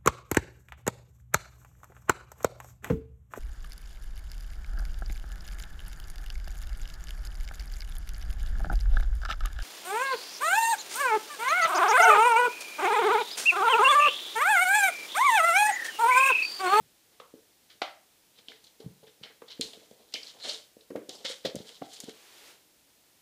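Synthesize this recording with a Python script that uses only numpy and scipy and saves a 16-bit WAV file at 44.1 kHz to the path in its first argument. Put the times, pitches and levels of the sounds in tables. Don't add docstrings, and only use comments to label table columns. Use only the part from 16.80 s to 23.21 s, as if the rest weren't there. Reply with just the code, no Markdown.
import sys
import numpy as np
from scipy import signal
from scipy.fft import rfft, irfft
from scipy.io import wavfile
from scipy.ndimage import uniform_filter1d

SR = 44100
rng = np.random.default_rng(int(sys.argv[2]) if len(sys.argv) > 2 else 0)


def wrap_up_sound(samples):
    columns = np.atleast_2d(samples).T
    tamed = np.clip(columns, -1, 1)
    steps = np.round(tamed * 32767).astype(np.int16)
    wavfile.write(sys.argv[1], SR, steps)


N = 282681
BURST_SAMPLES = 2048


def gain_of(db):
    return 10 ** (np.asarray(db) / 20)


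def evened(x):
    return x / np.sqrt(np.mean(x ** 2) + 1e-20)


def read(points, hz):
    f, value = np.transpose(points)
    return np.interp(np.log(hz + 1), np.log(f + 1), value)


def add(mix, s, sound):
    part = mix[max(round(s * SR), 0):][:len(sound)]
    part += sound[:len(part)]


def coloured(x, points):
    hz = np.fft.rfftfreq(len(x), 1 / SR)
    return evened(irfft(rfft(x) * gain_of(read(points, hz)), len(x)))


def cycles_of(hz, cycles):
    turns = np.arange(6000) / SR * hz
    u = turns * 4 / cycles
    envelope = (u / 2) ** 2 * np.exp(2 - u)
    return envelope * np.sin(2 * np.pi * turns)


def strike(ticks, colour, shape):
    burst = evened(irfft(rfft(ticks) * colour)) * shape
    click = np.roll(irfft(colour), 200)
    return np.array([burst, click * np.linalg.norm(shape) / np.linalg.norm(click)])


# (frequency [Hz], relative level [dB per Hz])
HISS_COLOUR = [(15, -56), (25, -0.5), (75, -6.5), (233, -5), (297, -2.5), (340, -2.5), (378, -6.5),
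               (469, -5.5), (782, -8), (1020, -10.5), (1110, -12.5), (3630, -8.5), (15500, -13)]


def hiss(level_db=-63.5):
    return gain_of(level_db) * coloured(rng.standard_normal(N), HISS_COLOUR)


# (frequency [Hz], bandwidth [Hz], level [dB])
FLOOR_MODES = [(272, 245, -6), (440.5, 51, -5), (488, 160, -8), (646, 300, -6)]


def boards(force):
    out = np.zeros(len(force))
    for hz, width, db in FLOOR_MODES:
        out += gain_of(db) * signal.lfilter(*signal.iirpeak(hz, hz / width, SR), force)
    return out


# (time [s], thud level [dB], thud frequency [Hz],
#                slap level [dB], slap frequency [Hz], slap length [cycles])
LANDINGS = [(0.003, -51, 159, -66, 427, 3.1), (0.027, -60, 128, -78, 380, 1.8),
            (0.398, -59, 316, -44, 504, 2.4), (0.536, -40.5, 310, -45, 425, 2.3),
            (0.948, -63, 228, -65, 428, 2), (1.014, -60, 295, -23.5, 763, 3.9),
            (1.586, -61, 213, -61, 466, 3.2), (1.681, -52, 285, -65, 390, 2.7),
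            (2, -47.5, 328, -43, 430, 2.3), (2.039, -46, 153, -75, 393, 2.5),
            (2.057, -32, 154, -46.5, 407, 2), (2.226, -58, 158, -52.5, 590, 2.1),
            (2.27, -61, 175, -55, 460, 2), (2.408, -50, 155, -55.5, 474, 2),
            (2.616, -51, 235, -42.5, 460, 3), (2.791, -31.5, 253, -38, 452, 4.2),
            (2.932, -69, 278, -53, 576, 3.2), (2.969, -50.5, 246, -48, 443, 1.9),
            (3.11, -50.5, 256, -42, 450, 1.14), (3.339, -51, 313, -45, 572, 2.6),
            (3.668, -66, 323, -44.5, 602, 4.3), (3.682, -69, 323, -41, 600, 9),
            (3.965, -49, 313, -45, 447, 1.6), (4.101, -36.5, 300, -37.5, 490, 3.5),
            (4.115, -39, 297, -46, 360, 4.4), (4.143, -54, 332, -44, 476, 4.4),
            (4.152, -30.5, 345, -24.5, 500, 1.9), (4.161, -34, 300, -45.5, 303, 2.3),
            (4.196, -54, 330, -49, 450, 2.2), (4.209, -58, 328, -48, 402, 4.8),
            (4.286, -38, 345, -43, 497, 5), (4.444, -48, 265, -39.5, 537, 5.9),
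            (4.494, -50, 326, -38, 513, 5.4), (4.646, -30, 296, -24.5, 463, 2.36),
            (4.654, -37, 186, -24, 554, 2.1), (4.667, -40.5, 200, -45, 520, 1.5),
            (4.686, -50, 322, -41.5, 480, 4.2), (4.714, -62, 300, -47, 436, 3.7),
            (4.744, -31.5, 258, -36.5, 555, 4.1), (4.759, -34, 168, -35.5, 530, 2.4),
            (4.798, -40.5, 179, -38, 424, 1.5), (5.012, -39, 235, -58, 700, 3),
            (5.019, -35, 267, -42, 706, 1.2), (5.043, -51, 328, -43.5, 730, 3),
            (5.234, -39.5, 248, -42.5, 485, 1.1), (5.279, -36.5, 265.4, -39, 437, 4.1)]


def thumps(boards_db=-6, squash_s=0.002724, thud_cycles=1.41):
    out = np.zeros(N)
    for s, thud_db, thud_hz, slap_db, slap_hz, slap_cycles in LANDINGS:
        add(out, s + squash_s, gain_of(thud_db) * cycles_of(thud_hz, thud_cycles))
        add(out, s + squash_s, gain_of(slap_db) * cycles_of(slap_hz, slap_cycles))
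    return out + gain_of(boards_db) * boards(out)


# (delay [s], level [dB])
WALL_RETURNS = [(0.015, -15.5), (0.047, -23.5)]


def echoes(x):
    out = np.zeros(N)
    for s, db in WALL_RETURNS:
        add(out, s, gain_of(db) * x)
    return out


# (frequency [Hz], T60 [s])
DECAY_TIMES = [(100, 0.2), (300, 0.39), (700, 0.35), (2000, 0.37), (4000, 0.26), (8000, 0.35),
               (15000, 0.52)]


def room(x, turns_per_s=1.3):
    at = np.arange(300, 22000, 20) + rng.integers(0, 20, (3, 1085))
    taps = np.zeros((3, 22050))
    np.put_along_axis(taps, at, rng.choice([-1., 1.], at.shape), 1)
    hz, t, bands = signal.stft(taps, SR, nperseg=256)
    decay = gain_of(-60 * t / read(DECAY_TIMES, hz)[:, None])
    tails = signal.istft(bands * decay, SR, nperseg=256)[1]
    turn = 2 * np.pi * (np.arange(N) / SR * turns_per_s + np.arange(3)[:, None] / 3)
    shares = np.sqrt(2 / 3) * np.cos(turn)
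    wet = signal.fftconvolve(x * shares, tails / np.linalg.norm(tails[0]), axes=1)
    return wet[:, :N].sum(0)


# (time [s], room level [dB])
ROOM_LEVEL = [(0, 10), (3, 8), (4, 9), (5, 1), (6.4, 2)]


def room_db(t):
    return np.interp(t, *np.transpose(ROOM_LEVEL))


# (peak time [s], scrape level [dB], swell [ms per 20 dB], fade [ms per 20 dB],
#                board rumble level [dB], claw tip share [0-1], pad share [0-1])
SLIDES = [(0.34, -72.5, 150, 100, -71, 0, 0.5), (3.21, -67.5, 100, 153, -63, 0.2, 0),
          (5.06, -69, 100, 150, -61, 0.1, 0.84), (0.916, -58.5, 29, 43, -73, 0.3, 0.4),
          (1.59, -56, 47, 28, -68.5, 0.1, 0.25), (1.692, -53, 22, 129, -59.5, 0.12, 0.1),
          (1.846, -64, 28, 98, -78, 0.55, 0), (2.003, -58, 7, 84, -55, 0.15, 0.23),
          (2.234, -64, -2, 30, -53, .02, 0.1), (2.272, -61, 9, 60, -63, .02, 0.25),
          (2.436, -50, 11, 91, -56.5, 0, 0.64), (2.68, -54.5, 2, 200, -67, 0.06, 0.24),
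          (2.73, -50, 59, 18, -72, 0.07, 0), (2.775, -68, 100, 64, -74, .2, 0.5),
          (2.817, -53.5, 20, 191, -55.5, 0.94, 0.1), (2.936, -59, 12, 76, -59, 0, 0.63),
          (3.03, -67, 100, 156, -64, 0.8, 0.4), (3.346, -56, 4, 97, -52.5, 0.6, .05),
          (3.466, -51, 139, 128, -62.5, 0.48, 0.17), (3.57, -62, 47, 100, -56, 0.1, .2),
          (3.653, -38.5, 46, 87, -48.5, 0.34, 0.26), (3.697, -38.5, 55, 84, -50.5, 0.48, 0.28),
          (3.745, -52, 30, 123, -72, 0.15, 0), (4.298, -45, 9, 30, -48.5, 0.2, 0.16),
          (4.329, -57, 32, 303, -60, 0.5, 0.14), (4.411, -57.5, 35, 84, -60, 0.4, 0.16),
          (4.45, -34.5, 6.5, 63, -47.5, 0.32, 0.19), (4.497, -37, 36, 88, -54.5, 0.42, 0.19),
          (4.656, -37.5, 15, 76, -46, 0.2, 0.22), (4.79, -58.5, 63, 206, -57.5, .2, 0.23),
          (4.895, -54, 130, 138, -61.5, 0.7, 0.32), (5.14, -51.5, 196, 198, -63, 0.4, .1),
          (5.24, -52.5, 100, 144, -66, 0, .1), (5.289, -54.5, 42, 95, -54, 0.3, 0.3)]
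# (frequency [Hz], relative level [dB per Hz])
SCRAPE_COLOUR = [(300, -36), (1000, -21), (2200, -35), (3100, -5), (4000, -5), (5300, -13.5), (9300, -41.5),
                 (15500, -82)]
TIP_COLOUR = [(2000, -7.5), (4500, 8.5), (7000, 18.5), (11000, 9), (15500, -4)]
PAD_COLOUR = [(600, -31), (1300, 11), (2200, 16.5), (3200, -5), (5000, -43)]


def skids(slips_per_s=7000, spread_db=2.2, grip_db=3, grip_ms=16.4, sheen_hz=9600, sheen_slope=0.83):
    t = np.arange(N) / SR
    size_db = spread_db * np.minimum(rng.exponential(1, N), 3)
    slips = rng.standard_normal(N) * (rng.random(N) < slips_per_s / SR) * gain_of(size_db)
    scrape = coloured(slips, SCRAPE_COLOUR)
    tips = coloured(slips, TIP_COLOUR)
    pad = coloured(slips, PAD_COLOUR)
    rumble = evened(boards(boards(rng.standard_normal(N))))

    sheen = signal.filtfilt(*signal.butter(2, sheen_hz, "high", fs=SR), tips)
    tips = tips + sheen * (gain_of(-sheen_slope * room_db(t)) - 1)

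    power = np.zeros((4, N))
    for s, db, swell_ms, fade_ms, rumble_db, tip_share, pad_share in SLIDES:
        near = slice(max(round((s - 0.6) * SR), 0), round((s + 0.8) * SR))
        ms = (t[near] - s) * 1000
        push = gain_of(-20 * np.maximum(-ms / max(swell_ms, 1), ms / fade_ms))
        parts = gain_of([db, db, db, rumble_db]) * [1, tip_share, pad_share, 1]
        power[:, near] += (parts[:, None] * push) ** 2

    span = round(grip_ms * SR / 1000)
    grip = evened(uniform_filter1d(uniform_filter1d(rng.standard_normal((4, N)), span), span))
    return (np.sqrt(power) * gain_of(grip_db * grip) * [scrape, tips, pad, rumble]).sum(0)


# (time [s], burst level [dB], centre frequency [Hz], spread [octaves],
#                  decay time [ms], tip snap level [dB])
CLAW_STRIKES = [(0.4, -35, 1170, 0.45, 3.6, -65), (0.399, -46, 3400, 0.7, 6.6, -74),
                (1.017, -26, 4140, 0.46, 4.9, -58), (3.348, -24, 3050, 0.2, 3.4, -70),
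                (3.355, -33, 2340, 0.25, 6.4, -70), (0.9003, -49, 4070, 0.73, 5.7, -68),
                (1.587, -44, 3700, 0.53, 3.1, -70), (1.684, -30, 3520, 0.42, 2.9, -71),
                (1.7177, -41, 1980, 0.3, 3.2, -62), (1.841, -48, 4130, 0.34, 4.9, -51),
                (1.8677, -49, 4060, 0.39, 6.9, -68), (2.0017, -56, 4140, .7, 10, -59),
                (2.233, -56, 3730, 0.46, 3.6, -68), (2.268, -50.5, 3300, 0.46, 3.8, -69),
                (2.4345, -34, 3320, 0.39, 4.1, -69), (2.6184, -40.5, 1120, 1.3, 4.4, -73),
                (2.6821, -42.5, 4080, 0.26, 5.9, -61), (2.7164, -40, 3900, 0.34, 7.3, -59),
                (2.811, -19.5, 4050, 0.34, 6, -24.5), (2.9328, -33.5, 3720, 0.32, 3.3, -72),
                (3.111, -54, 3460, 1.1, 4.5, -55), (3.323, -47.5, 3950, 0.77, 9.2, -56),
                (3.3386, -18, 4470, 0.56, 3.2, -51), (3.4306, -37, 4830, 0.28, 4.2, -60),
                (3.693, -27, 4360, 0.39, 8.6, -45), (4.008, -51, 4100, 0.4, 5.3, -73),
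                (4.1042, -49, 1330, 1.1, 8.1, -56), (4.1582, -36.5, 1520, 1.33, 5.3, -62),
                (4.2928, -31.5, 4600, 0.58, 3.5, -36.5), (4.351, -42, 5050, 0.24, 6.4, -55),
                (4.45, -39, 3350, 0.52, 4.9, -42), (4.651, -27.5, 3140, 1.3, 3.7, -55),
                (4.661, -32, 3930, 1.2, 3.5, -57), (4.7557, -42, 4500, 1.2, 10.6, -34.5),
                (4.8912, -44, 3280, 0.58, 7.1, -48), (5.1337, -47, 3870, 0.69, 9.8, -44),
                (5.163, -41.5, 3950, .6, 7.3, -56), (5.2027, -38, 5460, 1.3, 7.3, -31.5),
                (5.2427, -49, 3540, 0.5, 4.5, -42.5), (5.2936, -37, 3560, 0.83, 3.3, -47)]


def claws(tip_ms=0.72, upper_spread=0.59, near_tilt=0.4):
    out = np.zeros((N, 2))
    t = np.arange(BURST_SAMPLES) / SR
    f = np.fft.rfftfreq(BURST_SAMPLES, 1 / SR) + 1
    for s, db, hz, octaves, ms, tip_db in CLAW_STRIKES:
        ticks = rng.standard_normal(BURST_SAMPLES)
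        spread = octaves * np.where(f < hz, 1, upper_spread)
        colour = 1 / (1 + (np.log2(f / hz) / spread) ** 2) ** 1.11
        shape = (1 - np.exp(-t / 0.0017)) * np.exp(-t * 1000 / ms)
        tilt_db = -near_tilt * room_db(s) * np.log2(f / 7000)
        tip_colour = gain_of(read(TIP_COLOUR, f) + tilt_db)
        tip = strike(ticks, tip_colour, np.exp(-t * 1000 / tip_ms))
        tip[0] += np.roll(tip[1], -170)
        add(out, s, (gain_of(db) * strike(ticks, colour, shape) + gain_of(tip_db) * tip).T)
    return out.T


# (time [s], burst level [dB], brightness [dB per octave])
FRAME_KNOCKS = [(1.017, -23, 6), (5.018, -31, -5)]
# (frequency [Hz], relative level [dB per Hz])
FRAME_COLOUR = [(180, -43), (300, 3), (390, -4), (421, -3), (723, 11.5), (1000, -7), (1180, 1), (1740, -10),
                (2030, -5.5), (2230, -12), (3230, -14.5), (12000, -86), (15600, -80), (22000, -120)]
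# (frequency [Hz], relative level [dB], T60 [s])
FRAME_MODES = [(686, -12, 0.23), (752, -12, 0.34), (790, -6, 0.32), (1340, -8, 0.37), (2060, -6.5, 0.32),
               (2000, -17, 0.42), (2340, -6, 0.13)]


def knocks(crack_ms=7.55, ring_db=-45.5):
    out = np.zeros((N, 2))
    t = np.arange(BURST_SAMPLES) / SR
    f = np.fft.rfftfreq(BURST_SAMPLES, 1 / SR) + 1
    for s, db, bright_db in FRAME_KNOCKS:
        ticks = rng.standard_normal(BURST_SAMPLES)
        colour = gain_of(read(FRAME_COLOUR, f) + bright_db * np.log2(f / 1000))
        shape = (1 - np.exp(-t / 0.0016)) * np.exp(-(t * 1000 / crack_ms) ** 2)
        add(out, s, gain_of(db) * strike(ticks, colour, shape).T)
    u = np.arange(SR // 2) / SR
    ring = np.zeros(len(u))
    for hz, db, t60 in FRAME_MODES:
        ring += gain_of(db - 60 * u / t60) * np.sin(2 * np.pi * hz * u)
    out[:, 0] += gain_of(ring_db) * signal.oaconvolve(out[:, 1], ring)[:N]
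    return out.T


# (start [s], length [s], frequency [Hz],
#                                         bandwidth of each of two passes [Hz], level [dB])
CLAW_DRAGS = [(3.347, 0.055, 3100, 500, -45.5), (3.463, .018, 4200, 900, -46),
              (3.598, 0.098, 4100, 500, -42.5), (3.677, 0.04, 3300, 400, -46),
              (3.689, 0.026, 4260, 500, -44), (3.737, .02, 4080, 900, -42)]


def rasps(slips_per_s=2000, spread_db=0.5, top=0.44):
    out = np.zeros(N)
    t = np.arange(4410) / SR
    for s, length, hz, width, db in CLAW_DRAGS:
        slipping = rng.random(len(t)) < slips_per_s / SR
        size_db = spread_db * np.minimum(rng.exponential(1, len(t)), 2)
        slips = rng.standard_normal(len(t)) * slipping * gain_of(size_db)
        peak = signal.iirpeak(hz, hz / width, SR)
        rung = evened(signal.lfilter(*peak, signal.lfilter(*peak, slips)))
        envelope = np.interp(t / length, [0, top, 1], [0, 1, 0])
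        add(out, s, gain_of(db) * rung * envelope)
    return out


# (frequency [Hz], relative level [dB per Hz])
CLOTH_COLOUR = [(120, -41), (200, -15), (437, -3), (728, -9.5), (783, -7), (1380, -8), (3420, -5),
                (15500, -19)]


def rustle(start_s=5.34, top_s=5.7, level_db=-52.5):
    t = np.arange(N) / SR
    onset_db = 800 * np.maximum(start_s - t, 0)
    swell_db = 18 * np.maximum(top_s - t, 0)
    fade_db = 148 * np.maximum(t - top_s, 0)
    level = gain_of(level_db - onset_db - swell_db - fade_db)
    return level * coloured(rng.standard_normal(N), CLOTH_COLOUR)


def scene():
    low = thumps()
    slide = skids() + rasps()
    high, high_room = claws()
    knock, knock_room = knocks()
    fed = gain_of(-13) * low + gain_of(-12.5) * high_room
    fed += gain_of(-13.5) * knock_room + gain_of(-14) * slide
    tail = room(gain_of(room_db(np.arange(N) / SR)) * fed)
    direct = low + high + knock + slide
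    return (direct + echoes(low) + tail + rustle() + hiss())[None]


def record(dry):
    thin = signal.lfilter(*signal.butter(2, 60, "high", fs=SR), dry)
    low_pass = signal.firwin(511, 15500, window=("kaiser", 9), fs=SR)
    return signal.oaconvolve(thin, low_pass[None], "same")


dry = scene()
out = record(dry)
wrap_up_sound(out)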